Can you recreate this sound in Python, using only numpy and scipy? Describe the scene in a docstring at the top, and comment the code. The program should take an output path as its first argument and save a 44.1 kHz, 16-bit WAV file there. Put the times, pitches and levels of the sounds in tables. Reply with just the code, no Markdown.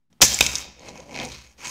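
"""Near-silence first; at 0.1 s low room noise and hiss come up at once. At 0.2 s a wooden mousetrap snaps
shut on a stick close to the microphone, jumps and clatters back onto a table. The board is then dragged
over the table top: it scrapes, sticks and slips in a short creak, and scrapes again. Noise bursts ring the
modes of board and wire; grainy noise makes the scrape; decaying sines ring the table; filtered noise is the hush."""
import sys
import numpy as np
from scipy import signal
from scipy.fft import rfft, irfft
from scipy.io import wavfile
from scipy.ndimage import uniform_filter1d

SR = 44100
rng = np.random.default_rng(int(sys.argv[2]) if len(sys.argv) > 2 else 0)


def field_ratio(decibels):
    """Amplitude ratio for a level in dB (20 dB per decade); scalars and array-likes work."""
    return 10 ** (np.asarray(decibels, dtype=float) / 20)


def digitize_waveform(pressure):
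    """Quantize a signal to 16-bit integers and store it at the path in sys.argv[1].

    Rows of a 2-D input are taken as channels; values are limited to [-1, 1].
    """
    field = np.atleast_2d(pressure).T
    bounded = np.clip(field, -1, 1)
    quanta = np.round(bounded * 32767).astype(np.int16)
    wavfile.write(sys.argv[1], SR, quanta)


N = 74970  # samples, 1.7 s
LANDED_S = 0.76  # from here on the board rings as it does while dragged


def snap_and_clatter():
    """Separate blows of the trap: the snap, the jump, the landing and later knocks of the dragged board."""
    # blows: t/s, level/dB (loudest 2 ms), contact decay/ms, favoured f/Hz, spread to each side/octaves
    blows = [(0.128, -55, 3.1, 1500, 2.5), (0.2056, -28.5, 8.8, 301, 2.15),
             (0.2119, -20.5, 2.9, 6860, 0.42), (0.2143, -19, 4.6, 5000, 2.7), (0.2165, -3, 1.8, 5030, 0.86),
             (.219, 5, 4.9, 3470, 1.74), (0.2255, -6, 2, 3150, 0.94), (0.231, -9, 6.4, 6540, 0.34),
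             (.2362, -17, 1.7, 7300, 0.18), (.249, -14, 2.7, 6000, 0.35), (.260, -15.5, 4.1, 6920, 0.45),
             (0.285, -22, 3.1, 5950, 0.37), (0.344, -12.5, 2.3, 7300, 0.15), (0.3888, -18, 2.7, 9000, 1.1),
             (0.389, -22, 1.1, 2280, 0.11), (0.408, 1, 1.43, 4480, 2.5), (0.4102, -3, 1.63, 5000, 1.82),
             (0.4095, -4.5, 2.1, 2905, 0.25), (0.4267, -30, 1.8, 4870, 1.8),
             (0.4644, -11.5, 0.95, 5800, 1.14), (0.4645, -20.5, 2.7, 2510, 0.14),
             (.468, -16, 1.8, 6050, 0.23), (0.5547, -13, 1.34, 6400, 0.6), (0.559, -18.5, 1.6, 5740, 0.25),
             (0.584, -20.5, 2.2, 6400, 0.22), (0.408, -12, 1.3, 600, 0.91), (.2205, -9, 7, 860, 1.26),
             (0.885, -38, 11, 5810, 0.52), (1.2165, -39.5, 3.7, 11500, 0.56), (1.234, -45, 13, 13000, 0.37),
             (1.2497, -37, 3., 8830, 0.069), (1.318, -34.5, 8, 5800, 0.77), (1.645, -36.5, 30, 7400, 0.15)]
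    out = np.zeros(N)
    for s, db, contact_ms, hz, octaves in blows:
        add(out, s, blow(db, contact_ms, hz, octaves, s > LANDED_S))
    return out


def blow(db, contact_ms, favoured_hz, octaves, dragged):
    """A hard first touch and a dying burst of contact noise ring the modes near the favoured pitch most."""
    first_touch = 5.1  # times the rms of the contact noise at its start
    t = np.arange(3000) / SR
    push = rng.standard_normal(len(t)) - first_touch * (t == 0)
    push *= np.exp(-t * 1000 / contact_ms)
    favoured = band(push, favoured_hz / 2 ** octaves, favoured_hz * 2 ** octaves, order=2)
    rung = body(favoured, dragged)
    loudest = np.sqrt(uniform_filter1d(rung ** 2, 88).max())  # rms over 2 ms
    return field_ratio(db) * rung / loudest


def creak():
    """Stick and slip of the dragged board: each slip rings it, knocks it lower down and ticks."""
    # slips: t/s, level/dB (loudest 2 ms of the ring), favoured f/Hz
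    slips = [(0.795, -44.5, 6000), (0.891, -36, 5950), (.977, -41, 5700), (1.0029, -39.5, 6000),
             (1.11, -38.5, 2500), (1.117, -41, 2400), (1.144, -36.5, 2520), (1.154, -30, 2570),
             (1.162, -26.5, 2400), (1.1744, -28.5, 2540), (1.1888, -25, 2500), (1.1999, -23, 3030),
             (1.2146, -29, 2400), (1.2313, -31, 3020), (1.2427, -37, 4300), (1.2497, -34.5, 5000),
             (1.2544, -32, 6540), (1.2616, -38.5, 5000), (1.287, -39.5, 4950), (1.6718, -27.5, 7100)]
    knock_db, tick_db = -11, -2.5  # against the ring of the slip
    out = np.zeros(N)
    for s, db, hz in slips:
        ring = blow(db, 0.75, hz, 0.27, True)
        knock = blow(db + knock_db, 2.5, 600, 0.63, True)
        tick = blow(db + tick_db, 0.13, 4300, 0.6, True)
        add(out, s, ring + knock + tick)
    return out


def body(push, dragged):
    """Passes a push through board and wire."""
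    return signal.oaconvolve(push, body_taps(dragged))[:len(push)]


def body_taps(dragged):
    """Causal (minimum-phase) response whose power is the sum of the modes' powers."""
    # modes of board and wire: f/Hz, width/Hz, level while jumping/dB, level while dragged/dB
    modes = [(135, 96, 4, 2.5), (253.4, 186, 5, 7.5), (520, 145, 2.5, 6.5), (803, 137, 2, 2),
             (984, 48, 3.5, 4), (1550, 2200, -7.5, -16), (2221, 225, -2, -1.5), (2510, 95, 1, 0),
             (3203, 160, 0, -3.5), (3747, 200, 1.5, 0.5), (4127, 300, -4.5, 3.5), (4620, 330, -4, -4.5),
             (5294, 620, -0.5, -3.5), (5767, 240, 1, -1), (6400, 720, 1, -1), (6534, 130, -4, 2),
             (7300, 380, -1, -12), (7730, 260, -10, -13.5), (8700, 600, -15.5, -13.5),
             (9960, 1000, -15, -22), (13400, 1800, -15.5, -23), (14900, 520, -15, -22.5)]
    hz = abs(np.fft.fftfreq(8192, 1 / SR))
    power = sum(field_ratio(db[int(dragged)]) ** 2 / (1 + (2 * (hz - f) / width) ** 2) for f, width, *db in modes)
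    log_gain = 0.5 * np.log(power)
    phase = -signal.hilbert(log_gain).imag
    return np.fft.ifft(np.exp(log_gain + 1j * phase)).real[:2048]


def rubbing():
    """Uneven grains of contact shake the modes, register by register, and the hollow under the dragged board."""
    # rubbing and rattling: t/s, low level/dB, middle level/dB, upper level/dB, treble level/dB
    levels = [(0.227, -18, -15.5, -5.5, -7.5), (0.268, -47, -47, -55, -26), (0.31, -39, -39, -28.5, -29),
              (0.35, -38, -38.5, -30.5, -30), (0.39, -51, -39.5, -37.5, -36.5),
              (0.429, -35, -35, -29, -26.5), (0.478, -42.5, -39.5, -51, -36),
              (0.574, -46.5, -39.5, -51, -39), (0.617, -48, -46, -37.5, -41.5),
              (0.679, -48, -54, -53.5, -63), (0.76, -65, -61.5, -73.5, -74),
              (0.809, -50.5, -53.5, -55, -60), (0.887, -45.5, -45, -47.5, -52),
              (0.93, -47.5, -53.5, -57, -61), (0.97, -46.5, -47.5, -53.5, -53.5),
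              (1.05, -52, -57, -58.5, -62), (1.1, -46.5, -53, -58, -59), (1.15, -41, -42, -45, -48),
              (1.221, -36.5, -36, -42, -51.5), (1.275, -40, -46, -53, -48.5),
              (1.32, -48.5, -44.5, -42, -48), (1.41, -62, -52.5, -51.5, -55), (1.526, -68, -63, -65, -63.5),
              (1.563, -76.5, -83, -78.5, -79), (1.586, -56.5, -53, -54.5, -55),
              (1.62, -56.5, -45.5, -50, -49), (1.655, -50, -34.5, -38, -43), (1.7, -47.5, -42.5, -50, -32)]
    # edges of these four registers: f/Hz
    register_edges = [95, 1100, 3000, 4900, 16000]
    t = np.arange(N) / SR
    level_s, *register_db = np.transpose(levels)
    contact = contact_noise()
    rung = np.where(t < LANDED_S, body(contact, False), body(contact, True))
    out = hollow(contact, np.interp(t, level_s, register_db[0]))
    for low, high, db in zip(register_edges, register_edges[1:], register_db):
        out += evened(band(rung, low, high, order=3)) * field_ratio(np.interp(t, level_s, db))
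    fade_in = np.clip((t - 0.215) / 0.0047, 0, 1)
    return out * fade_in


def contact_noise():
    """Random grains of uneven strength, each a short decaying burst of noise, over smooth noise."""
    grains_per_s, grain_db, smooth = 3100, 3.5, 0.55  # smooth: rms against that of the grains
    strength = field_ratio(grain_db * np.minimum(rng.exponential(1, N), 4))
    grains = strength * (rng.random(N) < grains_per_s / SR)
    grains = signal.lfilter([1], [1, -0.93], grains) * rng.standard_normal(N)
    return evened(grains) + smooth * rng.standard_normal(N)


def hollow(contact, low_db):
    """A hollow tone in the scrape, a gliding resonance of the contact, climbs as the board tips up."""
    # resonance of the hollow: t/s, f/Hz, level against the low register/dB
    glide = [(0.849, 474, -7), (1.08, 520, -7.5), (1.33, 799, -4), (1.58, 980, -16), (1.655, 1001, 2)]
    width_hz = 55
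    t = np.arange(N) / SR
    s, hz, db = np.transpose(glide)
    turn = np.exp(2j * np.pi * np.cumsum(np.interp(t, s, hz)) / SR)
    # shifted down to 0 Hz, smoothed there and shifted back
    smoothed = signal.lfilter([1], [1, -np.exp(-np.pi * width_hz / SR)], contact / turn)
    tone = evened((turn * smoothed).real)
    return tone * field_ratio(np.interp(t, s, db) + low_db) * (t > LANDED_S)


def table_top(drag):
    """Thumps push the table top and leave it ringing; the drag shakes the same modes."""
    # pitches of the table top: f/Hz
    pitches = [57, 68, 84, 122, 145, 212]
    # ringing of each of these pitches: level/dB, t60/s
    ringing = [(-3, 1.1), (0, 1.1), (-5, .5), (1, .5), (-2, .3), (-4, .7)]
    # thumps into the table top: t/s, push level/dB, ringing level/dB
    thumps = [(0.228, -22.5, -48.5), (0.412, -27, -36.5), (1.309, -55, -49), (1.67, -61, -50)]
    push_ms, shake_db = 3.5, -9
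    t, out = np.arange(SR) / SR, np.zeros(N)
    rings = sum(field_ratio(db - 60 * t / t60) * np.sin(2 * np.pi * hz * t)
                for hz, (db, t60) in zip(pitches, ringing))
    u = t * 1000 / push_ms
    push = np.e * u * (2 - u) * np.exp(-u)  # swings one way, then back
    for s, push_db, ring_db in thumps:
        add(out, s, field_ratio(push_db) * push + field_ratio(ring_db) * rings)
    # noise that follows the strength of the drag, over about 20 ms
    drag_power = uniform_filter1d(band(drag, 170, 1100, order=2) ** 2, 900)
    shake = rng.standard_normal(N) * np.sqrt(abs(drag_power))
    shaken = signal.fftconvolve(shake, rings / np.linalg.norm(rings))[:N]
    return band(out, 52, 1800, order=3) + field_ratio(shake_db) * shaken


def room(x):
    """Sparse echoes of random sign, each band dying at its own speed."""
    # reverberation of the place: f/Hz, t60/s
    decay = [(100, 0.16), (1000, 0.52), (5000, 0.67), (12000, 0.22)]
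    taps = np.zeros(SR // 2)
    at = np.arange(150, len(taps) - 20, 20)
    taps[at + rng.integers(0, 20, len(at))] = rng.choice([-1., 1.], len(at))
    hz, t, z = signal.stft(taps, SR, nperseg=256)
    z = z * field_ratio(-60 * t / read(decay, hz)[:, None])
    tail = signal.istft(z, SR, nperseg=256)[1]
    return signal.fftconvolve(x, tail / np.linalg.norm(tail))[:N]


def hush():
    """Faint low room noise and microphone hiss: shaped noises that follow their own level curves."""
    # spectrum of the room noise: f/Hz, relative level per Hz/dB
    spectrum = [(15, -17.5), (60, -5.5), (150, -0.5), (300, -10.5), (600, -35.5), (1500, -55.5),
                (16000, -75.5)]
    # level of the room noise: t/s, level/dB
    noise_level = [(0, -81), (.098, -81), (.11, -57.5), (.2, -68), (.5, -69.5), (1.7, -72)]
    # level of the hiss: t/s, level/dB
    hiss_level = [(0, -88), (.099, -92), (.103, -71.5), (1.7, -67.5)]
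    t = np.arange(N) / SR
    gain = field_ratio(read(spectrum, np.fft.rfftfreq(N, 1 / SR)))
    noise = irfft(rfft(rng.standard_normal(N)) * gain, N)
    hiss = signal.lfilter([1], [1, -0.8], rng.standard_normal(N))
    noise = evened(noise) * field_ratio(np.interp(t, *np.transpose(noise_level)))
    hiss = evened(hiss) * field_ratio(np.interp(t, *np.transpose(hiss_level)))
    return noise + hiss


def evened(x):
    """Scales to rms 1."""
    return x / np.sqrt(np.mean(x ** 2) + 1e-20)


def read(points, hz):
    """Looks up a table on a log-frequency axis."""
    f, value = np.transpose(points)
    return np.interp(np.log(hz + 1), np.log(f + 1), value)


def add(mix, s, sound):
    """Mixes a sound in at s seconds, in place."""
    part = mix[round(s * SR):][:len(sound)]
    part += sound[:len(part)]


def band(x, low_hz, high_hz, order):
    """Causal Butterworth band-pass."""
    edges = np.clip([low_hz, high_hz], 10, 21000)
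    return signal.sosfilt(signal.butter(order, edges, "bandpass", fs=SR, output="sos"), x)


def scene():
    """Blows and slips with their echoes, over rubbing, table and hush."""
    room_db = -16  # echoes against the direct sound
    trap = snap_and_clatter() + creak()
    drag = rubbing()
    return (trap + field_ratio(room_db) * room(trap) + drag + table_top(drag) + hush())[None]


def low_pass(x):
    """Removes everything above the highest recorded frequency."""
    return signal.sosfilt(signal.butter(12, 16810, fs=SR, output="sos"), x)


def record(dry):
    """The microphone input overloads softly on the loudest blows; then a band limit and a small offset."""
    edge_hz, ceiling, knee, offset = 15750, 0.63, 5, -0.00036  # ceiling and offset: of full scale
    clipped = dry / (1 + abs(dry / ceiling) ** knee) ** (1 / knee)
    edge = signal.firwin(255, edge_hz, window=("kaiser", 4), fs=SR)[None]
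    limited = signal.oaconvolve(clipped, edge, "same")
    return low_pass(limited + offset)


dry = scene()
out = record(dry)
digitize_waveform(out)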